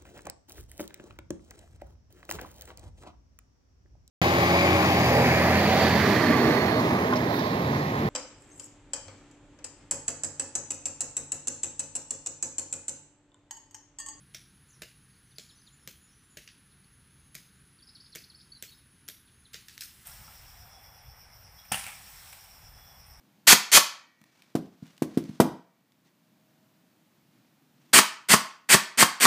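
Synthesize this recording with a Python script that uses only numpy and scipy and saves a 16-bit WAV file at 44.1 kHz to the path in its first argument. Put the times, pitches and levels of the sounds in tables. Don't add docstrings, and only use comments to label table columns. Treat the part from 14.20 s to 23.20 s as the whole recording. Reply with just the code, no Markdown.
import sys
import numpy as np
from scipy import signal
from scipy.fft import rfft, irfft, next_fast_len
from scipy.io import wavfile
from scipy.ndimage import uniform_filter1d, map_coordinates

SR = 44100
rng = np.random.default_rng(int(sys.argv[2]) if len(sys.argv) > 2 else 0)


def linear_from_db(decibels):
    return 10 ** (np.asarray(decibels, float) / 20)


def store_wav(level_fs):
    pcm = np.round(np.clip(np.atleast_2d(level_fs), -1, 1) * 32767)
    wavfile.write(sys.argv[1], SR, pcm.T.astype(np.int16))


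N = 396900

MOVE_S = 5.855
TOP_HZ = 15560
FAR_AIR_DB, FAR_CICADA_DB, FAR_CRICKET_DB = -71.5, -67, -80
NEAR_AIR_DB, NEAR_CICADA_DB = -65.5, -59.5
WHINE_DB, WHINE_DIP_DB = -63.5, 10
FIZZ_DB = -5
CHIP_S, CHIP_DROP = 0.015, 0.85
GRAIN_DB = 3
CHOP_ANSWER_DB = -4
LESSER_KNOCK_DB = -41
NEAR_KNOCK_DB, KNOCK_PER_DULL = -25, 0.56

# (frequency [Hz], relative level per Hz [dB])
FAR_AIR_COLOUR = [(15, -48), (28, -14.5), (65, -4), (129, -8), (250, -11.5), (400, -20), (620, -30.5),
                  (1000, -25), (1600, -19), (2100, -23.5), (4300, -26), (5500, -30), (7800, -34),
                  (12000, -39.5), (16000, -33.5)]
# (frequency [Hz], relative level per Hz [dB])
NEAR_AIR_COLOUR = [(90, -27), (150, -1), (320, -18.5), (600, -10), (800, -3.5), (1000, -9), (2300, -11.5),
                   (4100, -24), (6500, -29.5), (8500, -23), (12000, -27), (16000, -33)]
# (frequency [Hz], relative level per Hz [dB])
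WIND_COLOUR = [(12, -53), (20, 3.5), (59, 12.5), (134, 4), (167, -12), (209, -14), (250, -22), (320, -17),
               (550, -120)]
# (time [s], level [dB])
DRONE_LEVEL = [(0, -64.5), (1.6, -69), (2, -71), (3.4, -64.5), (3.7, -77), (4.3, -68.5), (4.8, -77),
               (5.85, -70)]
# (time [s], wind level [dB], cricket level [dB])
NEAR_LEVELS = [(5.86, -57, -81), (6.4, -58.5, -81), (6.55, -58, -69.5), (6.85, -57.5, -74), (7.3, -61, -88),
               (8.2, -59.5, -85), (8.7, -58, -66), (9, -56, -89)]
# (wing beats from the main tone [count], relative level [dB])
WHINE_TONES = [(-2, -10), (-1, -22), (0, 0), (1, -16), (2, -20)]
# (time [s], pitch [Hz], level [dB])
HUM_PATH = [(6.25, 700, -88), (6.42, 724, -62), (6.52, 773, -62), (6.7, 808, -67), (6.95, 812, -84),
            (7.2, 800, -90)]
# (frequency [Hz], relative level per Hz [dB])
LEAF_COLOUR = [(300, -67), (500, -23), (800, -9), (1750, -5), (4150, -7), (6300, -10.5), (8300, -4),
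               (9500, -10), (12000, -9), (16000, -5)]
# (time [s], level [dB])
SHAKE_LEVEL = [(5.33, -115), (5.42, -77), (5.54, -73), (5.85, -66.5), (5.86, -58), (6.07, -63),
               (6.3, -66.5), (6.5, -71), (6.9, -82.5), (7.5, -72.5), (7.65, -54.5), (7.72, -61.5),
               (8.09, -59.5), (8.25, -65), (8.5, -71.5), (9, -77)]

# (frequency [Hz], t60 [s])
BRANCHES = [(3000, 0.026), (8000, 0.02)]
# (delay [s], length [s], start pitch [Hz], middle pitch [Hz], end pitch [Hz], relative level [dB])
HOOK = [(0, .011, 4400, 4620, 5200, 0), (.007, 0.016, 5180, 5210, 5220, -2)]
FLICK = [(0, .015, 4440, 5200, 4400, -0.5), (.017, .013, 3400, 4600, 5800, -0.5)]
DIVE = [(0, 0.0127, 5660, 4560, 4150, 0), (.01, .019, 4130, 3650, 2900, -8.5)]
FALL = [(0, .027, 4950, 3700, 3050, 0)]
CLOSE = [(0, .018, 4510, 4680, 4600, -1), (.034, 0.026, 4230, 4110, 3870, -8),
         (.064, .025, 5570, 5480, 5450, -15)]
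SWOOP = [(0, .02, 6500, 7450, 6000, -3), (.02, .014, 6000, 7000, 8000, 2),
         (.035, .045, 7600, 5900, 5370, 1.5), (.07, .055, 5700, 5650, 5700, -10)]
# (syllable, [(time [s], level [dB], pitch ratio)])
SONG = [(HOOK, [(3.622, -56, 1.04), (3.801, -52.5, 1.02), (3.975, -57, .975), (4.144, -55.5, .985)]),
        (FLICK, [(3.67, -52.5, 1.01), (3.842, -57.5, 1.0), (4.018, -59, .99), (4.189, -55.5, .99)]),
        (DIVE, [(3.749, -50.5, 1.0), (3.921, -51.5, 1.0), (4.096, -55, 0.98)]), (FALL, [(1.106, -67, 1.06),
        (1.289, -59.5, 1.0), (1.462, -62.5, 1.03), (2.51, -71, 1.0), (3.585, -65, 1.02),
        (5.069, -64.5, 0.93), (5.245, -61.5, 1.0)]), (CLOSE, [(4.318, -48.5, 0.99), (4.478, -48.5, 0.94)]),
        (SWOOP, [(.483, -64, 0.97)])]
# (time [s], start pitch [Hz], level [dB])
CHIPS = [(.893, 5000, -71), (.93, 4800, -73), (.96, 4900, -73), (1.154, 5200, -65), (1.38, 4720, -65.5),
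         (1.411, 5400, -63), (2.633, 4900, -71.5), (7.386, 4050, -63)]
# (time [s], length [s], pitch [Hz], level [dB])
PEEPS = [(1.055, 0.11, 6000, -69), (1.26, .1, 6970, -70), (1.312, .035, 5290, -65.5),
         (1.35, .069, 6080, -67), (1.42, .06, 6150, -73), (1.455, .05, 7000, -73), (1.523, .03, 6990, -64),
         (1.58, .05, 6950, -74), (1.59, .077, 5400, -69), (1.804, .09, 6950, -69.5),
         (1.875, .053, 5350, -71), (1.909, .041, 5920, -66.5), (1.96, 0.097, 5970, -75),
         (2.03, .054, 7400, -74), (2.098, .062, 6960, -71), (2.878, .066, 3460, -74),
         (3.34, .055, 7050, -74), (7.377, 0.054, 3320, -63)]

# (frequency [Hz], level [dB], t60 [s])
FAR_CULM = [(179, 7.5, 0.025), (347, -2, 0.049), (444, 8, 0.023), (514, -5, 0.045), (621, 1, 0.031)]
# (frequency [Hz], level [dB], t60 [s])
NEAR_CULM = [(135, -2.5, 0.041), (196, -7.5, 0.072), (797, -1, 0.034), (853, -10, 0.084), (1135, 0, 0.024),
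             (1343, 4.5, 0.023)]
# (frequency [Hz], relative level per Hz [dB])
FAR_CRACK = [(300, -52), (700, -44), (850, -21), (1600, -2), (2500, 0), (3600, -1), (4600, 0.5), (6200, 1),
             (8000, -2), (11500, -5.5), (14800, -0.5), (16000, -60)]
# (frequency [Hz], relative level per Hz [dB])
NEAR_CRACK = [(300, -33), (550, -20.5), (800, -9), (1100, -18), (1800, -10.5), (2700, -7.5), (4000, -18),
              (6800, -19), (8600, -3.5), (11000, -10.5), (16000, -12)]
# (frequency [Hz], t60 [s])
FAR_GROVE = [(400, .15), (1400, 0.26), (3700, 0.44), (8000, 0.3), (15000, 0.4)]
# (frequency [Hz], t60 [s])
NEAR_GROVE = [(400, 0.25), (1000, 0.49), (3000, 0.52), (8000, 0.57), (14000, 0.36)]
# (time [s], level [dB], hollow knock [dB], treble [dB], crack time constant [ms])
CHOPS = [(0.1454, -29, -20, -7, 2), (0.6192, -27, -14, -8, 1.36), (1.1833, -26.5, -21, -5.5, 0.91),
         (1.6751, -25.5, -19.5, -2, 0.71), (2.1705, -32, -14.5, -5, 2.1), (3.1513, -28, -22.5, -4.5, 1.3),
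         (3.9564, -27, -19, -2, 1.2), (4.4244, -24, -22, -1, 0.92), (4.8864, -23, -25, 3, .71),
         (5.3426, -25.5, -24, -14, 0.8)]
# (time [s], level [dB])
TOUCHES = [(.139, -49), (3.1448, -41), (3.9503, -32), (4.8795, -35.5)]
# (hollow knock [dB], treble [dB], scattered answer [dB], crack time constant [ms])
TOUCH = (-30, -2, -4, 1.3)
# (time [s], level [dB], treble [dB], scattered answer [dB], crack time constant [ms])
LESSER_SOUNDS = [(2.276, -34.5, -19, -2, 0.94), (5.3323, -43, 0, 9, 2.5), (5.4834, -33, -4, -1.5, 1.14),
                 (5.5374, -49, 1, 3, 1.5), (5.5787, -24.5, -3, -7, 0.3), (5.6081, -24.5, 2, 3.5, 0.73),
                 (5.6462, -43, 10, 8, 0.57)]
# (time [s], level [dB], treble [dB], scattered answer [dB], crack time constant [ms])
NEAR_HITS = [(5.8684, -31.5, 13, -5, 2.9), (5.8884, -32, 5, 2, .36), (6.079, -48.5, -52, -3.5, 1.2),
             (7.45, -46, -3, -9, 3), (7.517, -21, -39.5, -6, 0.79), (7.5194, -14, -8.5, .5, 1.92),
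             (7.5422, -18, -14, -23, 2.1), (7.64, -31, -18, -18, 2), (7.665, -25, -12.5, -.5, 0.98),
             (7.682, -28.5, -9.5, 3.5, 0.55), (8.1265, -35, -6, -5, 2.4), (8.2444, -43, 6, -5, .81),
             (8.8644, -46, 6, -4, 1.7)]


def unit(x):
    return x / np.sqrt(np.mean(x ** 2) + 1e-20)


def along(points, hz):
    f, v = np.transpose(points)
    return np.interp(np.log(hz + 1), np.log(f + 1), v)


def curves(rows):
    s, *cols = np.transpose(rows)
    return [np.interp(np.arange(N) / SR, s, c) for c in cols]


def wobble(rate):
    return map_coordinates(rng.standard_normal(int(N * rate / SR) + 4), [np.arange(N) * rate / SR])


def filtered(x, response):
    m = next_fast_len(len(x) + 8192)
    return irfft(rfft(x, m) * response(np.fft.rfftfreq(m, 1 / SR)), m)[:len(x)]


def rush(spectrum, patchy_db):
    z = signal.stft(rng.standard_normal(N), nperseg=512)[2]
    patches = uniform_filter1d(rng.standard_normal(z.shape), size=6, axis=0)
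    patches = uniform_filter1d(patches, size=12, axis=1)
    x = signal.istft(z * linear_from_db(patchy_db * unit(patches)), nperseg=512)[1][:N]
    return unit(filtered(x, lambda hz: linear_from_db(along(spectrum, hz))))


def band_rms(x, lo_hz, hi_hz):
    part = filtered(x, lambda hz: (hz > lo_hz) & (hz < hi_hz))
    return x / np.sqrt(np.mean(part ** 2))


def bell(hz, centre_hz, width_hz):
    return 1 / (1 + ((hz - centre_hz) / width_hz) ** 2) ** 2


def add(out, s, x):
    part = out[round(s * SR):][:len(x)]
    part += x[:len(part)]


def grove(decay, length, rise_s):
    _, t, z = signal.stft(rng.standard_normal(length), SR, nperseg=128)
    hz = np.fft.rfftfreq(128, 1 / SR)
    fading = z * linear_from_db(-60 * t / along(decay, hz)[:, None])
    tail = signal.istft(fading, SR, nperseg=128)[1][:length]
    tail = tail * (1 - np.exp(-np.arange(length) / SR / rise_s))
    return tail / np.linalg.norm(tail)


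def cicada(clicks_hz, swell_hz, swell_db, scatter, resonance):
    cycle = np.cumsum(clicks_hz * (1 + 0.05 * wobble(6))) / SR
    gate = np.exp(-(cycle % 1) / 0.52) + scatter
    beat = np.cumsum(swell_hz * (1 + 0.04 * wobble(1.5))) / SR
    swell = linear_from_db(swell_db * np.sin(2 * np.pi * beat))
    return unit(swell * filtered(gate * rng.standard_normal(N), resonance))


def drone():
    level_db, = curves(DRONE_LEVEL)
    tone = filtered(rng.standard_normal(N), lambda hz: bell(hz, 132.6, 22) + 0.49 * bell(hz, 188, 22))
    return linear_from_db(level_db) * unit(tone)


def far_cricket():
    phase = 2 * np.pi * np.cumsum(6480 + 28 * wobble(60)) / SR
    flutter = linear_from_db(2.5 * wobble(2.5) + 3 * wobble(14) + 2.5 * wobble(90))
    return linear_from_db(FAR_CRICKET_DB) * flutter * (np.sin(phase) + linear_from_db(-9) * np.sin(2 * phase))


def far_spot():
    air = band_rms(rush(FAR_AIR_COLOUR, patchy_db=0.5), 1000, 2500)
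    body = lambda hz: bell(hz, 10480, 700) + 0.38 * bell(hz, 9600, 600)
    hiss = cicada(clicks_hz=190, swell_hz=15, swell_db=2.1, scatter=1.0, resonance=body)
    return linear_from_db(FAR_AIR_DB) * air + drone() + linear_from_db(FAR_CICADA_DB) * hiss + far_cricket()


def whine():
    t = np.arange(N) / SR
    pitch_hz = 13650 + 72 * np.cos(2 * np.pi * (t - 7.15) / 1.5) + 10 * wobble(45)
    phase = 2 * np.pi * np.cumsum(pitch_hz) / SR
    wing = 2 * np.pi * 170 * t
    tones = sum(linear_from_db(db + 1.8 * wobble(28)) * np.sin(phase + step * wing) for step, db in WHINE_TONES)
    level_db = WHINE_DB - WHINE_DIP_DB * np.maximum(wobble(26), 0)
    return np.sqrt(2) * linear_from_db(level_db) * tones


def hum():
    pitch_hz, db = curves(HUM_PATH)
    phase = 2 * np.pi * np.cumsum(pitch_hz + 30 * wobble(35)) / SR
    return linear_from_db(db + 1.8 * wobble(40)) * np.sin(phase)


def near_spot():
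    wind_db, cricket_db = curves(NEAR_LEVELS)
    wind = unit(linear_from_db(2.6 * wobble(9)) * rush(WIND_COLOUR, patchy_db=0.5))
    air = band_rms(rush(NEAR_AIR_COLOUR, patchy_db=1.3), 580, 1024)
    body = lambda hz: bell(hz, 5350, 540) + 0.41 * bell(hz, 5670, 220) + 0.2 * bell(hz, 10060, 600)
    throb = cicada(clicks_hz=104, swell_hz=8.3, swell_db=3.0, scatter=0.62, resonance=body)
    cricket = unit(filtered(rng.standard_normal(N), lambda hz: bell(hz, 3392, 85)))
    weather = linear_from_db(wind_db) * wind + linear_from_db(NEAR_AIR_DB) * air
    insects = linear_from_db(NEAR_CICADA_DB) * throb + linear_from_db(cricket_db) * cricket
    return weather + insects + whine() + hum()


def notes():
    sung = [(s + delay, length, a * key, b * key, c * key, db + more_db)
            for syllable, rows in SONG
            for s, db, key in rows
            for delay, length, a, b, c, more_db in syllable]
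    chips = [(s, CHIP_S, hz, hz * (1 + CHIP_DROP) / 2, hz * CHIP_DROP, db) for s, hz, db in CHIPS]
    peeps = [(s, length, hz, hz, hz, db) for s, length, hz, db in PEEPS]
    return sung + chips + peeps


def birds():
    out = np.zeros(N)
    flutter_hz, waver = 75 * wobble(220), linear_from_db(2.5 * wobble(160))
    for s, length, start_hz, middle_hz, end_hz, db in notes():
        u = np.arange(round(length * SR)) / (length * SR)
        here = slice(round(s * SR), round(s * SR) + len(u))
        bend = 4 * u * (1 - u) * (middle_hz - (start_hz + end_hz) / 2)
        pitch = start_hz + (end_hz - start_hz) * u + bend + flutter_hz[here]
        throat = 0.8 + 0.45 * bell(pitch, 4500, 400)
        envelope = np.sin(np.pi * u ** 0.8) ** 0.48
        whistle = np.sin(2 * np.pi * np.cumsum(pitch) / SR)
        note = np.sqrt(2) * linear_from_db(db) * throat * waver[here] * envelope * whistle
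        twigs = linear_from_db(-3) * grove(BRANCHES, SR // 4, rise_s=0.002)
        paths = twigs + linear_from_db(-5.5) * grove(FAR_GROVE, SR // 4, rise_s=0.004)
        paths[0] = 0.7
        add(out, s, signal.fftconvolve(note, paths))
    return out


def leaves():
    shake_db, = curves(SHAKE_LEVEL)
    strength = linear_from_db(3 * np.minimum(rng.exponential(size=N), 3))
    ticks = strength * (rng.random(N) < 0.02) * rng.standard_normal(N)
    ticks = unit(filtered(ticks, lambda hz: linear_from_db(along(LEAF_COLOUR, hz))))
    rustle = rush(LEAF_COLOUR, patchy_db=1.5) + 0.3 * ticks
    high = lambda hz: 1 / (1 + (10500 / (hz + 1)) ** 8)
    fizz = band_rms(filtered(rustle, high), 11300, 13000)
    body = band_rms(filtered(rustle, lambda hz: 1 - high(hz)), 6500, 9300)
    return linear_from_db(shake_db) * (linear_from_db(FIZZ_DB) * fizz + body)


def far_blows():
    touches = [(s, db, *TOUCH) for s, db in TOUCHES]
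    bites = [(s, db, knock_db, treble_db, CHOP_ANSWER_DB, ms) for s, db, knock_db, treble_db, ms in CHOPS]
    lesser = [(s, db, LESSER_KNOCK_DB, *rest) for s, db, *rest in LESSER_SOUNDS]
    return touches + bites + lesser


def near_blows():
    return [(s, db, NEAR_KNOCK_DB - KNOCK_PER_DULL * treble_db, treble_db, *rest)
            for s, db, treble_db, *rest in NEAR_HITS]


def fibre_tilt(colour, treble_db):
    humps = rng.standard_normal(48)
    hump_hz = np.linspace(0, SR / 2, len(humps))
    slope = [(5500, 0), (10000, treble_db)]
    return lambda hz: linear_from_db(GRAIN_DB * np.interp(hz, hump_hz, humps) + along(colour, hz) + along(slope, hz))


def hollow_knock(culm, t):
    ring = np.zeros(len(t))
    for hz, level_db, t60 in culm:
        more_db, detune = rng.normal(0, 2), rng.normal(1, 0.015)
        ring += linear_from_db(level_db + more_db - 60 * t / t60) * np.sin(2 * np.pi * hz * detune * t)
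    return ring * (1 - np.exp(-t / 0.0035))


def chops(blows, culm, colour, decay, wet_db, echo_s, echo_db):
    out, t = np.zeros(N), np.arange(SR // 8) / SR
    for s, db, knock_db, treble_db, answer_db, crack_ms in blows:
        u = t * 1000 / max(crack_ms, 0.2)
        tilt = fibre_tilt(colour, treble_db)
        snaps = linear_from_db(2.5 * rng.standard_normal((2, len(t))))
        splinters = rng.standard_normal((2, len(t))) * snaps
        crack = filtered(splinters[0] * u * np.exp(1 - u), tilt)
        crack = crack * np.sqrt(crack_ms * SR / 4000) / np.linalg.norm(crack)
        knock = linear_from_db(knock_db) * hollow_knock(culm, t)
        add(out, s, linear_from_db(db) * (crack + knock))

        size = np.linalg.norm(crack)
        echo = filtered(splinters[1] * u * np.exp(-u / 2.34), lambda hz: tilt(hz) / (1 + (hz / 6000) ** 2))
        add(out, s + echo_s, linear_from_db(db + echo_db + answer_db) * size * echo / np.linalg.norm(echo))

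        answer = grove(decay, SR * 3 // 4, rise_s=0.00052)
        lump_at = np.arange(len(answer)) * 180 / SR
        lumps = linear_from_db(1.3 * map_coordinates(rng.standard_normal(160), [lump_at]))
        hiss = filtered(answer * lumps, tilt)
        hiss = size * hiss / np.linalg.norm(hiss)
        scattered_knock = signal.fftconvolve(knock, answer)[:len(hiss)]
        add(out, s, linear_from_db(db + wet_db + answer_db) * (hiss + scattered_knock))
    return out


def scene():
    near = np.clip((np.arange(N) / SR - MOVE_S) / 0.0023, 0, 1)
    far_chops = chops(far_blows(), FAR_CULM, FAR_CRACK, FAR_GROVE, wet_db=1.5, echo_s=0.011, echo_db=-5.5)
    near_chops = chops(near_blows(), NEAR_CULM, NEAR_CRACK, NEAR_GROVE, wet_db=2.5, echo_s=0.009, echo_db=-7)
    far = far_spot() + far_chops
    close = near_spot() + near_chops
    sound = (1 - near) * far + near * close + birds() + leaves()
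    return np.tile(sound, (2, 1))


def band_limit(x):
    return signal.sosfilt(signal.butter(12, 16650, fs=SR, output="sos"), x)


def record(dry):
    limited = np.array([filtered(x, lambda hz: hz < TOP_HZ) for x in dry])
    return band_limit(limited)


dry = scene()
out = record(dry)
store_wav(out)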